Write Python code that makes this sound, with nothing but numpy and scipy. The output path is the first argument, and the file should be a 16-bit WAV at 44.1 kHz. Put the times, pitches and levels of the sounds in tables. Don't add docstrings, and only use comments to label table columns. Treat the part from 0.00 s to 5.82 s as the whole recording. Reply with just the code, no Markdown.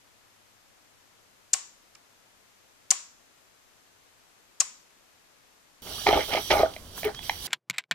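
import sys
import numpy as np
from scipy import signal
from scipy.fft import rfft, irfft, next_fast_len
from scipy.io import wavfile

SR = 44100
rng = np.random.default_rng(int(sys.argv[2]) if len(sys.argv) > 2 else 0)


def level_to_linear(level):
    exponent = np.asarray(level, float) / 20
    return 10 ** exponent


def output_pcm(signal):
    pcm = np.clip(np.atleast_2d(signal).T, -1, 1) * 32767
    wavfile.write(sys.argv[1], SR, np.round(pcm).astype(np.int16))


N = 256662

# frequency in Hz, level in dB per Hz.
HISS_COLOUR = [(12, -32.5), (20, 3.5), (55, -6.5), (113, -6), (170, -7.5), (243, -4), (340, -5.5),
               (600, -5), (1300, -5.5), (3000, -8.5), (6000, -10.5), (7600, -11.5), (8200, -14.5),
               (14100, -17)]
# frequency in Hz, left over right in dB.
HISS_TILT = [(60, 3.5), (110, 0.5), (200, 3.5), (380, 6), (700, 7.5), (1280, 5), (2370, 4), (4380, 0.5),
             (8080, 3), (14900, -2)]
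# frequency in Hz, correlation from -1 to 1.
HISS_ALIKE = [(25, -.7), (45, -0.7), (70, 0.2), (150, 0.26), (400, .05), (5000, 0.00081), (12000, -0)]
# frequency in Hz, rms level in dB, width in Hz.
WHINES = [(1688, -84, 3), (2510, -85, 8), (6293, -87, .3), (6350, -80.5, .1), (7337, -82, .2)]
# time in seconds, rms level in dB.
DRONE = [(0, -76), (1.2, -77), (1.6, -84), (5.82, -92)]
# resonance in Hz, width in Hz, lift in dB.
PORT_CAVITIES = [(6900, 2100, 12), (5820, 2500, 8.5)]
# frequency in Hz, gain in dB.
ROLL_OFF = [(100, 8.5), (13800, 6), (14500, -5.5), (16000, -18), (22000, -50)]
# frequency in Hz, gain in dB.
SHADE = [(100, -3.5), (600, 1), (4000, -1), (6000, 1.5), (7000, -6), (9000, -12), (13000, -11.5),
         (22000, -12.5)]
# frequency in Hz, t60 in seconds.
ROOM_DECAY = [(200, .15), (700, 0.37), (1100, 0.53), (2500, 0.37), (5000, 0.49), (7000, 0.44),
              (10000, 0.23), (14000, .18)]
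# frequency in Hz, level in dB.
ROOM_COLOUR = [(100, -62.5), (400, -48.5), (750, -51.5), (1080, -41.5), (1500, -46), (2500, -40.5),
               (4000, -48), (6000, -51), (7500, -45.5), (9000, -47), (11000, -49.5), (13000, -53),
               (15000, -71.5)]
# mode in Hz, level in dB, t60 in seconds.
BOARD = [(205, -25.5, 0.033), (587, -14.5, 0.035), (757, -10, 0.065), (1093, -8.5, 0.062),
         (1160, -8, 0.035), (1050, -22, 0.18)]
# mode in Hz, level in dB, t60 in seconds.
HOUSING = [(1320, -4.5, .018), (1934, -8, .015), (2380, -3, 0.017), (2730, -2, 0.01)]
# frequency in Hz, level in dB.
THUD = [(60, -43.5), (300, -23), (600, -12), (1100, -2.5), (2400, 2), (3500, -5), (5000, -17), (22000, -54)]
# mode in Hz, level in dB, t60 in seconds.
STEEL = [(4090, -26, 0.063), (4600, -26, 0.055), (5420, -28, 0.035), (6010, -26.5, 0.045),
         (5880, -35.5, 0.1), (6997, -30, 0.039), (6940, -31.5, .08), (7800, -27.5, 0.055),
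         (8070, -29, 0.053), (8453, -21.5, .06)]
# frequency in Hz, level in dB.
CRACK = [(100, -39), (500, -28.5), (1500, -4), (3000, -9), (5000, 2.5), (7000, 1.5), (10000, 2),
         (13800, -10.5), (16000, -16), (22000, -33)]
# peak time in seconds, left peak in dB, ring in Hz, lead-in in dB, chatter in dB
BLOWS = [
    (1.5329, -6, 7700, -16, -6),
    (1.5347, -5, 7300, -7, -4),
    (1.5392, -4, 7300, -4, -11),
    (2.9062, -7, 7300, -5, 0),
    (2.9090, -4.5, 6950, -3, -11),
    (2.9114, 1.5, 6950, -17, -12.5),
    (4.6010, -12, 7000, -3, -7),
    (4.6041, -4.5, 7100, -9, -7),
    (4.6078, -6.5, 7200, 0, -5.5),
]
# end stop in seconds, knock in dB, settling in dB, settling ring in Hz, left lean in dB.
THROWS = [
    (1.5392, -33, -21, 7500, 5.5),
    (2.9114, -30, -19, 6950, 5),
    (4.6078, -31.5, -19, 5400, 9),
]
# seconds after the end stop, dB over its knock, share of deep thump in dB.
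TO_BOARD = [
    (-.0067, -10.5, -20),
    (-.0004, 1.5, -13.5),
    (.0022, 2, -9),
    (.0058, 0.5, -0.5),
]
# time in seconds, peak in dB, ring in Hz, knock in dB.
TICKS = [
    (1.9505, -42.5, 4600, -59),
    (1.9529, -39, 5700, -53),
    (1.9543, -43, 7150, -52.5),
    (3.201, -57, 6500, -64),
    (4.905, -53, 4600, -61),
]

LEAD_S, CHATTER_S, SECOND_LOSS_DB = .0007, .00095, 1.5
LEAD_PITCH, RAIL_PITCH = .93, .89
SETTLE_S, SETTLE_GROWS, SETTLE_LOSS_DB = .0031, 1.45, 2
LEAN_DB_PER_KHZ, LEAN_HZ = 7, 6930
TICK_KNOCK_S, TICK_DEEP_DB, TICK_LEAN_DB = 0.0017, -10, 1.5


def unit(x):
    return x / np.sqrt(np.mean(x ** 2) + 1e-20)


def along(points, hz):
    f, v = np.transpose(points)
    return np.interp(np.log(hz + 1), np.log(f + 1), v)


def filtered(x, response):
    n = x.shape[-1]
    m = 2 * next_fast_len(n // 2 + 2048)
    return irfft(rfft(x, m) * response(np.fft.rfftfreq(m, 1 / SR)), m)[..., :n]


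def causal(points, hz):
    cepstrum = irfft(np.log(level_to_linear(along(points, hz))))
    half = len(cepstrum) // 2
    cepstrum[1:half] *= 2
    cepstrum[half + 1:] = 0
    return np.exp(rfft(cepstrum))


def resonance(f, centre, width):
    return 1j * f * width / (centre * centre - f * f + 1j * f * width)


def add(out, s, x):
    out[:, round(s * SR):][:, :x.shape[1]] += x


def hiss():
    def spread(f):
        angle = np.arccos(np.clip(along(HISS_ALIKE, f), -1, 1)) / 2
        return level_to_linear(along(HISS_COLOUR, f)) * [np.cos(angle), np.sin(angle)]

    shared, opposed = filtered(rng.standard_normal((2, N)), spread)
    pair = np.array([shared + opposed, shared - opposed])
    pair = filtered(pair, lambda f: level_to_linear(along(HISS_TILT, f) * np.array([[.5], [-.5]])))
    return level_to_linear(-60.5) * unit(filtered(pair, lambda f: f < 14200))


def hum_tone(centre, width):
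    return unit(filtered(rng.standard_normal((2, N)), lambda f: 1 / (1 + ((f - centre) / width) ** 2)))


def whines():
    fade = level_to_linear(np.interp(np.arange(N) / SR, *np.transpose(DRONE)))
    drone = fade * hum_tone(107, 9)
    return drone + sum(level_to_linear(db) * hum_tone(hz, width) for hz, db, width in WHINES)


def room(hz):
    f, t, z = signal.stft(rng.standard_normal((2, SR * 2 // 5)), SR, nperseg=256)
    colour = along(ROOM_COLOUR, f) + 3 / (1 + ((f - hz) / 900) ** 2)
    level_db = colour[:, None] - 60 * t / along(ROOM_DECAY, f)[:, None]
    tail = signal.istft(z * level_to_linear(level_db), SR, nperseg=256)[1]
    since = np.arange(tail.shape[1]) / SR
    return tail * (1 - np.exp(-(since / 0.0061) ** 2))


def ports(x):
    def response(f):
        lift = np.array([1 + level_to_linear(db) * resonance(f, hz, width) for hz, width, db in PORT_CAVITIES])
        left_delay = np.exp(-2j * np.pi * f * 2 / SR)
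        return lift * causal(ROLL_OFF, f) * [left_delay, causal(SHADE, f)]

    return filtered(x, response)


def ring(modes, t, scatter_db, attack):
    hz, db, t60 = np.transpose(modes)[:, :, None]
    chance = rng.standard_normal((4, len(modes), 1))
    phase = 3 * chance[0] + np.array([chance[1], -chance[1]]) * hz / 9000
    level = level_to_linear(db + scatter_db * chance[2] - 60 * t / t60)
    return (level * np.sin(2 * np.pi * hz * t + phase)).sum(axis=1) * (1 - np.exp(-t / attack))


def burst(colour, t, t60, apart):
    noise = rng.standard_normal((3, len(t)))
    return level_to_linear(-60 * t / t60) * filtered(noise[0] + apart * noise[1:], lambda f: causal(colour, f))


def knock(db, deep_db):
    t = np.arange(SR // 5) / SR
    shell = ring(HOUSING, t, scatter_db=1.5, attack=.0005)
    shell = shell + level_to_linear(3.5) * burst(THUD, t, t60=.025, apart=0.46)
    thump = level_to_linear(deep_db + 1.5) * ring(BOARD, t, scatter_db=2.0, attack=.002)
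    return ports(level_to_linear(db - 5.5) * (shell + thump))


def knocks():
    heavy = [(s + after_s, db + over_db, deep_db)
             for s, db, *_ in THROWS for after_s, over_db, deep_db in TO_BOARD]
    return heavy + [(s + TICK_KNOCK_S, db, TICK_DEEP_DB) for s, _, _, db in TICKS]


def contact(db, hz, pan_db):
    t = np.arange(SR // 10) / SR
    part = [(hz, 0, .0048), (hz * 1.17, -13, .004), (hz * 1.1, -13, .004)]
    struck = ring(part, t, scatter_db=4.5, attack=0.00036)
    crack_db = -6 - .15 * db
    crack = level_to_linear(crack_db) * burst(CRACK, t, t60=0.0038, apart=0.7)
    lasting = level_to_linear(-10) * ring(STEEL, t, scatter_db=6.5, attack=0.00016)
    steel = ports(struck + crack + lasting)
    peak = np.abs(steel).max(axis=1, keepdims=True)
    return steel / peak * level_to_linear([[db + .5], [db - pan_db + .5]])


def touches():
    rows = []
    for (s, db, hz, lead_db, chatter_db), (next_s, *_) in zip(BLOWS, BLOWS[1:] + [(N / SR,)]):
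        rows += [(s - LEAD_S, db + lead_db, LEAD_PITCH * hz), (s, db, hz)]
        chatter = [(s + CHATTER_S, db + chatter_db, RAIL_PITCH * hz),
                   (s + 2 * CHATTER_S, db + chatter_db - SECOND_LOSS_DB, hz)]
        rows += [touch for touch in chatter if touch[0] < next_s - CHATTER_S - LEAD_S / 8]
    for s, _, db, hz, _ in THROWS:
        for k in range(5):
            pitch = hz * (1 + .04 * rng.standard_normal())
            rows.append((s + SETTLE_S * SETTLE_GROWS ** k, db - SETTLE_LOSS_DB * k, pitch))
    stop_s, *_, lean_db = np.transpose(THROWS)

    def lean(s, hz):
        return np.interp(s, stop_s, lean_db) + LEAN_DB_PER_KHZ * min(hz - LEAN_HZ, 300) / 1000

    thrown = [(s, db, hz, lean(s, hz)) for s, db, hz in rows]
    return thrown + [(s, db, hz, TICK_LEAN_DB) for s, db, hz, _ in TICKS]


def switch():
    near, far = np.zeros((2, 2, N + SR))
    for s, db, hz, pan_db in touches():
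        add(near, s - .0004, contact(db, hz, pan_db))
        add(far, s, level_to_linear(db) * room(hz))
    for s, db, deep_db in knocks():
        add(near, s, knock(db, deep_db))

    def lasting(f):
        steel = sum(resonance(f, hz, 88.5) for hz, *_ in STEEL)
        board = resonance(f, BOARD[-1][0], 50)
        return 1 + level_to_linear(-7) * steel + level_to_linear(-6.5) * board

    return (near + ports(filtered(far, lasting)))[:, :N]


def scene():
    return switch() + hiss() + whines()


def roll_off(x):
    return signal.sosfilt(signal.butter(12, 15510, fs=SR, output="sos"), x)


def record(dry):
    bent = dry + .04 * dry ** 4
    return roll_off(np.clip(bent, -1, 1))


dry = scene()
out = record(dry)
output_pcm(out)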